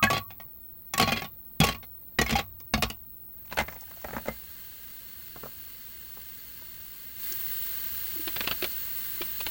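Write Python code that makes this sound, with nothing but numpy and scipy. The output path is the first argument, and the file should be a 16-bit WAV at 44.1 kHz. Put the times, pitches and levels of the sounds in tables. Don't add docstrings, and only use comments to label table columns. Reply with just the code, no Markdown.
import sys
import numpy as np
from scipy import signal
from scipy.fft import rfft, irfft
from scipy.io import wavfile
from scipy.ndimage import uniform_filter1d

SR = 44100
rng = np.random.default_rng(int(sys.argv[2]) if len(sys.argv) > 2 else 0)


def wrap_up_sound(samples):
    columns = np.atleast_2d(samples).T
    tamed = np.clip(columns, -1, 1)
    steps = np.round(tamed * 32767).astype(np.int16)
    wavfile.write(sys.argv[1], SR, steps)


N = 418950
TIME = np.arange(N) / SR
RING_TIME = np.arange(20000) / SR

# pitch_hz, level_db
ROOM_COLOUR = [(15, -88), (40, -81), (70, -75.5), (140, -82.5), (300, -90.5), (700, -99.5), (1500, -105),
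               (3000, -114), (4200, -107), (5600, -120), (16000, -130)]
# pitch_hz, level_db
HISS_COLOUR = [(20, -140), (6800, -124), (7900, -102), (8700, -104), (9300, -121), (10800, -119),
               (12500, -92), (13600, -94.5), (14600, -81), (15600, -77), (16000, -68.5)]
# pitch_hz, level_db
CLACK_COLOUR = [(100, -25), (450, 2), (900, -20.5), (1500, -9.5), (2300, -4), (3500, -8), (5000, -12),
                (7000, -23.5), (16000, -38.5)]
# pitch_hz, level_db
TICK_COLOUR = [(500, -25.5), (3500, -18.5), (5500, 2), (7000, 0.5), (10000, -8), (13000, -4.5),
               (15500, -7.5)]
# pitch_hz, level_db
CLUNK_COLOUR = [(60, -20.5), (370, -15), (490, -12.5), (740, 5), (930, -7.5), (1120, 2.5), (1600, -11.5),
                (3000, -25.5), (16000, -68.5)]
# pitch_hz, level_db
FOAM_COLOUR = [(100, -43), (400, -2.5), (750, -17), (1150, -1.5), (2500, -9), (3600, -4), (5200, -5.5),
               (7700, -2), (9800, -4.5), (12700, 0.5), (13500, -26.5), (15600, 3)]
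# pitch_hz, level_db
SNAP_COLOUR = [(100, 2.5), (600, -27), (1600, 0), (2100, -1), (2350, 4), (2800, 4.5), (4400, 0),
               (5800, -15.5), (16000, -19)]
# pitch_hz, level_db
DULL_COLOUR = [(60, -16), (250, -9), (480, 0), (760, -2), (930, -9.5), (1100, -3), (1600, -7),
               (3000, -27.5), (16000, -42)]
# pitch_hz, width_hz, boost_db
AIR_PEAKS = [(1670, 420, 9.5), (2086, 160, 11.5), (2825, 1260, 9.5), (4347, 860, 9.5)]

# pitch_hz, level_db, fade_s
GLASS_NOTES = [(690, -6, .09), (735, -5, .09), (785, -7, .12), (1114, -6, .26), (1420, -13, .14),
               (1950, -7, .1), (2180, -6, .11), (2480, -6, .11), (3010, -15, .11), (3340, -14, .1),
               (4130, -15, .11), (4650, -18, .09), (6550, -18, .08)]
# pitch_hz, level_db, fade_s
TABLE_NOTES = [(98, -13, 0.65), (145.7, 0.5, .12), (222.2, 2, 0.13), (250.8, -9, 0.035)]
# pitch_hz, level_db, fade_s
SWAY_NOTES = [(60.7, -7, .33)]

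# start_s, level_db, hardness_db
KNOCKS = [(0.026, -14.5, -11), (0.0367, -11.5, 2), (0.101, -16, -1), (0.1085, -21, 4), (0.13, -16.5, -1.5),
          (0.1664, -22, -9), (0.178, -28, 7), (0.3039, -37.5, -6), (0.399, -36.5, -4), (0.9365, -20, 8.5),
          (0.978, -16, 8.5), (0.997, -11, 3), (1.0129, -14, 1.5), (1.0241, -12, -6), (1.075, -18, -12),
          (1.0887, -21, -22.5), (1.1202, -13, -3.5), (1.1601, -26.5, -10.5), (1.2193, -25, -4.5),
          (1.2436, -28, -2), (1.6016, -13, 4.5), (1.6127, -14, -13), (1.635, -13, -2), (1.6402, -13.5, 6),
          (1.6503, -24, 9), (1.6673, -20, 4), (1.687, -16, -1), (1.7454, -30.5, -7), (1.8278, -36, -11),
          (2.1871, -11, -1.5), (2.2137, -11, 2.5), (2.262, -25.5, 1), (2.293, -20, -3),
          (2.3076, -19.5, 5.5), (2.3251, -18.5, -1), (2.354, -17, -8), (2.3621, -20.5, 4),
          (2.3899, -16.5, -4), (2.6012, -44, 12.5), (2.7372, -11, -1.5), (2.777, -29, 1), (2.8229, -13, 3),
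          (2.8322, -15, -3), (2.8999, -24, 4.5)]
# start_s, level_db
LANDINGS = [(0.0257, -24.5), (1.0023, -39), (1.6017, -13.5), (2.1868, -24.5), (2.3239, -20.5),
            (2.7374, -22.5), (2.7794, -21)]
# start_s, level_db, pitch_hz
CLINKS = [(.028, -16, 2555), (.036, -19.5, 1610), (.072, -18.5, 1690), (.996, -19, 752), (1.025, -22, 4220),
          (1.12, -19.5, 2443), (1.613, -21, 3320), (1.634, -23, 825), (2.187, -17, 1920),
          (2.263, -26, 2170), (2.354, -17, 800), (2.777, -30, 720), (3.59, -23.5, 2060),
          (4.283, -31.5, 2080)]
# start_s, level_db, pitch_hz
RIM_TAPS = [(0, -32.5, 1246), (0.105, -20.5, 1137), (.938, -31, 1127), (.98, -28, 1115)]
# start_s, end_s, level_db
SCRAPES = [(0.117, 0.203, -34), (1.033, 1.24, -35.5), (1.64, 1.753, -36.5), (2.26, 2.434, -34)]
# start_s, level_db
CRACKS = [(3.51, -34), (3.5238, -23.5), (3.5711, -17.5), (3.5851, -13), (3.599, -16.5), (3.609, -21),
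          (3.6809, -27.5), (3.7215, -35), (3.7582, -39.5), (3.91, -44), (4.042, -28.5), (4.083, -34.5),
          (4.105, -36), (4.131, -29.5), (4.147, -35), (4.1631, -26), (4.179, -30.5), (4.2557, -32.5),
          (4.271, -33), (4.2815, -20.5), (5.3597, -36), (5.433, -32), (5.4569, -33.5), (6.17, -44.5),
          (6.62, -46), (8.2756, -21), (8.361, -20), (8.405, -18), (8.44, -24), (8.4729, -15),
          (8.5107, -15.5), (8.6225, -19.5), (8.6414, -16), (9.215, -20.5), (9.4042, -23), (9.4637, -20)]
# start_s, level_db, pitch_hz
GULPS = [(7.318, -44.5, 362), (8.16, -38.5, 332), (8.194, -36.5, 324), (8.272, -35, 339), (8.625, -27, 375),
         (9.209, -32.5, 362)]

# time_s, fill_0_to_1
ICE_FILL = [(0, 0), (1.1, 0.15), (1.7, 0.68), (2.3, 0.96), (2.8, 1)]
# time_s, depth_0_to_1
ICE_DEPTH = [(3.5, 0.23), (4.1, 0.96), (4.3, 0.64), (5.3, .8), (7.15, .8), (7.25, 0)]
# time_s, boost_db
CLOSENESS = [(3.19, 0), (3.21, 1), (7.15, 2.5), (7.25, 12.5), (9.5, 11.5)]

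BUZZ_HZ, BUZZ_END_S = 156.8, 3.2
POUR_S, BIG_BUBBLE_S = 3.286, 7.322
TREBLE_LIMIT_HZ = 15850


def amp(db):
    return 10 ** (np.asarray(db) / 20)


def unit(x):
    return x / np.sqrt(np.mean(x ** 2) + 1e-20)


def value_at(time_s, rows):
    return np.interp(time_s, *np.transpose(rows))


def add(mix, start_s, sound):
    part = mix[max(round(start_s * SR), 0):][:len(sound)]
    part += sound[:len(part)]


def colour(x, points, peaks=()):
    hz = np.fft.rfftfreq(len(x), 1 / SR)
    point_hz, point_db = np.transpose(points)
    base_db = np.interp(np.log(hz + 1), np.log(point_hz), point_db)
    peak_db = sum(boost * np.exp(-(2 * (hz - pitch) / width) ** 2) for pitch, width, boost in peaks)
    return irfft(rfft(x) * amp(base_db + peak_db), len(x))


def pops(per_s, spread_db):
    chance, sign = rng.random((2, N))
    size = amp(spread_db * np.minimum(rng.exponential(1, N), 5))
    return (chance < per_s / SR) * np.sign(sign - .5) * size


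def wall_echoes(x, echo_db, fade_s):
    t = RING_TIME[:4096]
    tail = rng.standard_normal(len(t)) * amp(-60 * t / fade_s) * (t > .002)
    echoes = signal.oaconvolve(x, tail / np.linalg.norm(tail))[:N]
    return (x + amp(echo_db) * echoes) / np.hypot(1, amp(echo_db))


def rumble_and_hiss():
    rumble, hiss = rng.standard_normal((2, N)) * np.sqrt(SR / 2)
    near_db = value_at(TIME, CLOSENESS)
    pulses = unit(np.exp(0.97 * np.cos(2 * np.pi * BUZZ_HZ * TIME)))
    hiss *= np.where(TIME < BUZZ_END_S, pulses, 1)
    return colour(rumble, ROOM_COLOUR) * amp(0.33 * near_db) + colour(hiss, HISS_COLOUR) * amp(near_db)


def ring(notes, spread_db=0, detune=0, damping=1):
    hz, db, fade_s = np.transpose(notes)[:, :, None]
    strength, shift = rng.standard_normal((2, len(notes), 1))
    waves = np.sin(2 * np.pi * hz * (1 + detune * shift) * RING_TIME)
    onset = 1 - np.exp(-2 * hz * RING_TIME)
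    level = amp(db + spread_db * strength - 60 * damping * RING_TIME / fade_s)
    return (waves * onset * level).sum(0)


def hit(points, fade_s, echo_db, echo_s, hold_s, ripple_db, size=8192):
    t = RING_TIME[:size]
    noise, ripple = rng.standard_normal((2, size))
    ripple = uniform_filter1d(uniform_filter1d(ripple, size=30), size=18)
    ripple = np.clip(unit(ripple)[:size // 2 + 1], -2, 2)
    noise = irfft(rfft(colour(noise, points)) * amp(ripple_db * ripple))
    shape = amp(-60 * np.maximum(t - hold_s, 0) / fade_s) + amp(echo_db - 60 * t / echo_s)
    strength = np.sqrt(np.sum((noise * shape) ** 2) / np.sum(shape ** 2))
    onset = 1 - np.exp(-t / 0.0013)
    return noise / strength * shape * onset


def dropped_ice():
    out = np.zeros(N)
    for start_s, db, hardness_db in KNOCKS:
        fill = value_at(start_s, ICE_FILL)
        push_db = db - 0.22 * hardness_db
        clack = hit(CLACK_COLOUR, fade_s=.06, echo_db=-10, echo_s=.13, hold_s=.00077, ripple_db=5.5)
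        tick = hit(TICK_COLOUR, fade_s=.024, echo_db=-28, echo_s=.28, hold_s=.0017, ripple_db=5.5)
        clunk = hit(CLUNK_COLOUR, fade_s=.051, echo_db=-7.5, echo_s=.18, hold_s=.00074, ripple_db=-1)
        glass = ring(GLASS_NOTES, spread_db=4.5, detune=.006, damping=1 + 1.1 * fill)
        add(out, start_s, amp(db - 10) * clack)
        add(out, start_s, amp(db + hardness_db - 12) * tick)
        add(out, start_s, amp(push_db - 17.5) * clunk)
        add(out, start_s, amp(push_db - 11 - 2 * fill) * glass)
        add(out, start_s, table_thump(push_db - 13.5, fill))
    for start_s, db in LANDINGS:
        add(out, start_s, table_thump(db, value_at(start_s, ICE_FILL)))
    for taps, fade_s in (CLINKS, .11), (RIM_TAPS, .28):
        for start_s, db, hz in taps:
            add(out, start_s, ring([(hz, db, fade_s)]))
    return out


def table_thump(db, fill):
    top = ring(TABLE_NOTES, spread_db=2.5, detune=0.045) * amp(-1 - 2 * fill)
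    sway = ring(SWAY_NOTES, detune=0.071) * amp(-8 + 9.2 * fill)
    return amp(db) * (top + sway)


def grinding_ice():
    out = np.zeros(N)
    slips = pops(per_s=330, spread_db=2)
    cube = ring([(2110, 0, .045), (2800, -1.5, .028), (3350, -4.5, .092)])
    clacks = unit(colour(slips, CLACK_COLOUR))
    ringing = unit(signal.oaconvolve(slips, cube)[:N])
    grinding = wall_echoes(clacks + amp(-5) * ringing, echo_db=8, fade_s=.025)
    for start_s, end_s, db in SCRAPES:
        scrape = grinding[round(start_s * SR):round(end_s * SR)]
        add(out, start_s, amp(db) * unit(scrape) * signal.windows.tukey(len(scrape), .6))
    return out


def pour_ramp(rise_s):
    return np.clip((TIME - POUR_S) / rise_s, 0, 1)


def bubble(hz, fade_s, glide):
    t = RING_TIME[:4000]
    pitch_hz = hz * (1 + glide * np.minimum(t / fade_s, 1))
    wave = np.sin(2 * np.pi * np.cumsum(pitch_hz) / SR)
    return wave * amp(-60 * t / fade_s) * (1 - np.exp(-t * hz * 2))


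def soda_stream(rise_s=0.24, hold_s=0.34, fade_db_per_s=24):
    bubbles = np.zeros(N)
    for hz in np.geomspace(650, 2400, num=16):
        starts = pops(per_s=40, spread_db=4.5)
        bubbles += signal.oaconvolve(starts, bubble(hz, fade_s=16 / hz, glide=.08))[:N]
    cracks = unit(colour(pops(per_s=120, spread_db=5), SNAP_COLOUR))
    splinters = unit(colour(pops(per_s=58, spread_db=5), TICK_COLOUR))
    covered_s = np.maximum(TIME - POUR_S - rise_s - hold_s, 0)
    level = pour_ramp(rise_s) ** 2 * amp(-54.5 - fade_db_per_s * covered_s)
    return unit(unit(bubbles) + amp(-5.5) * cracks + amp(1) * splinters) * level


def fizz():
    foam = unit(colour(pops(per_s=9000, spread_db=2.5), FOAM_COLOUR, AIR_PEAKS))
    prickle = unit(colour(pops(per_s=180, spread_db=-1), TICK_COLOUR))
    level = pour_ramp(rise_s=0.94) * amp(-50 + 0.81 * value_at(TIME, CLOSENESS))
    return (foam + amp(-20.5) * prickle) * level


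def wet_ice():
    out = np.zeros(N)
    for start_s, db in CRACKS:
        depth = value_at(start_s, ICE_DEPTH)
        pressing = np.sqrt(depth)
        soaked_s = start_s - POUR_S
        pitch_factor = max(1.404 - 0.25 * soaked_s, 0.84)
        knock_colour = [(hz * pitch_factor, level) for hz, level in DULL_COLOUR]
        snap = hit(SNAP_COLOUR, fade_s=.035, echo_db=-5.5, echo_s=.077, hold_s=.0011, ripple_db=2.5)
        tick = hit(TICK_COLOUR, fade_s=.04, echo_db=-18, echo_s=.09, hold_s=.002, ripple_db=2.5)
        knock = hit(knock_colour, fade_s=.036, echo_db=-8, echo_s=.15, hold_s=.0042, ripple_db=2.2)
        snap *= amp(db - 9 - 21.5 * depth)
        add(out, start_s - .007, amp(-17) * snap)
        add(out, start_s, snap)
        add(out, start_s, amp(db - 23 - 0.5 * soaked_s) * tick)
        add(out, start_s, amp(db - 18 + 13.5 * pressing) * knock)
        add(out, start_s, table_thump(db - 28 + 20.5 * pressing, fill=1.33))
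    return out


def gulps():
    out = np.zeros(N)
    tick = hit(TICK_COLOUR, fade_s=.025, echo_db=-20, echo_s=.07, hold_s=.002, ripple_db=1.2)
    add(out, BIG_BUBBLE_S, amp(-28) * tick)
    for start_s, db, hz in GULPS:
        add(out, start_s, amp(db + 5.5) * bubble(hz, fade_s=0.071, glide=-0.092))
    return out


def scene():
    steady = wall_echoes(soda_stream() + fizz() + rumble_and_hiss(), echo_db=-9, fade_s=0.045)
    return (dropped_ice() + grinding_ice() + wet_ice() + gulps() + steady)[None]


def record(dry):
    lowpass = signal.firwin(801, TREBLE_LIMIT_HZ, window=("kaiser", 8), fs=SR)
    return signal.oaconvolve(dry, lowpass[None], "same")


dry = scene()
out = record(dry)
wrap_up_sound(out)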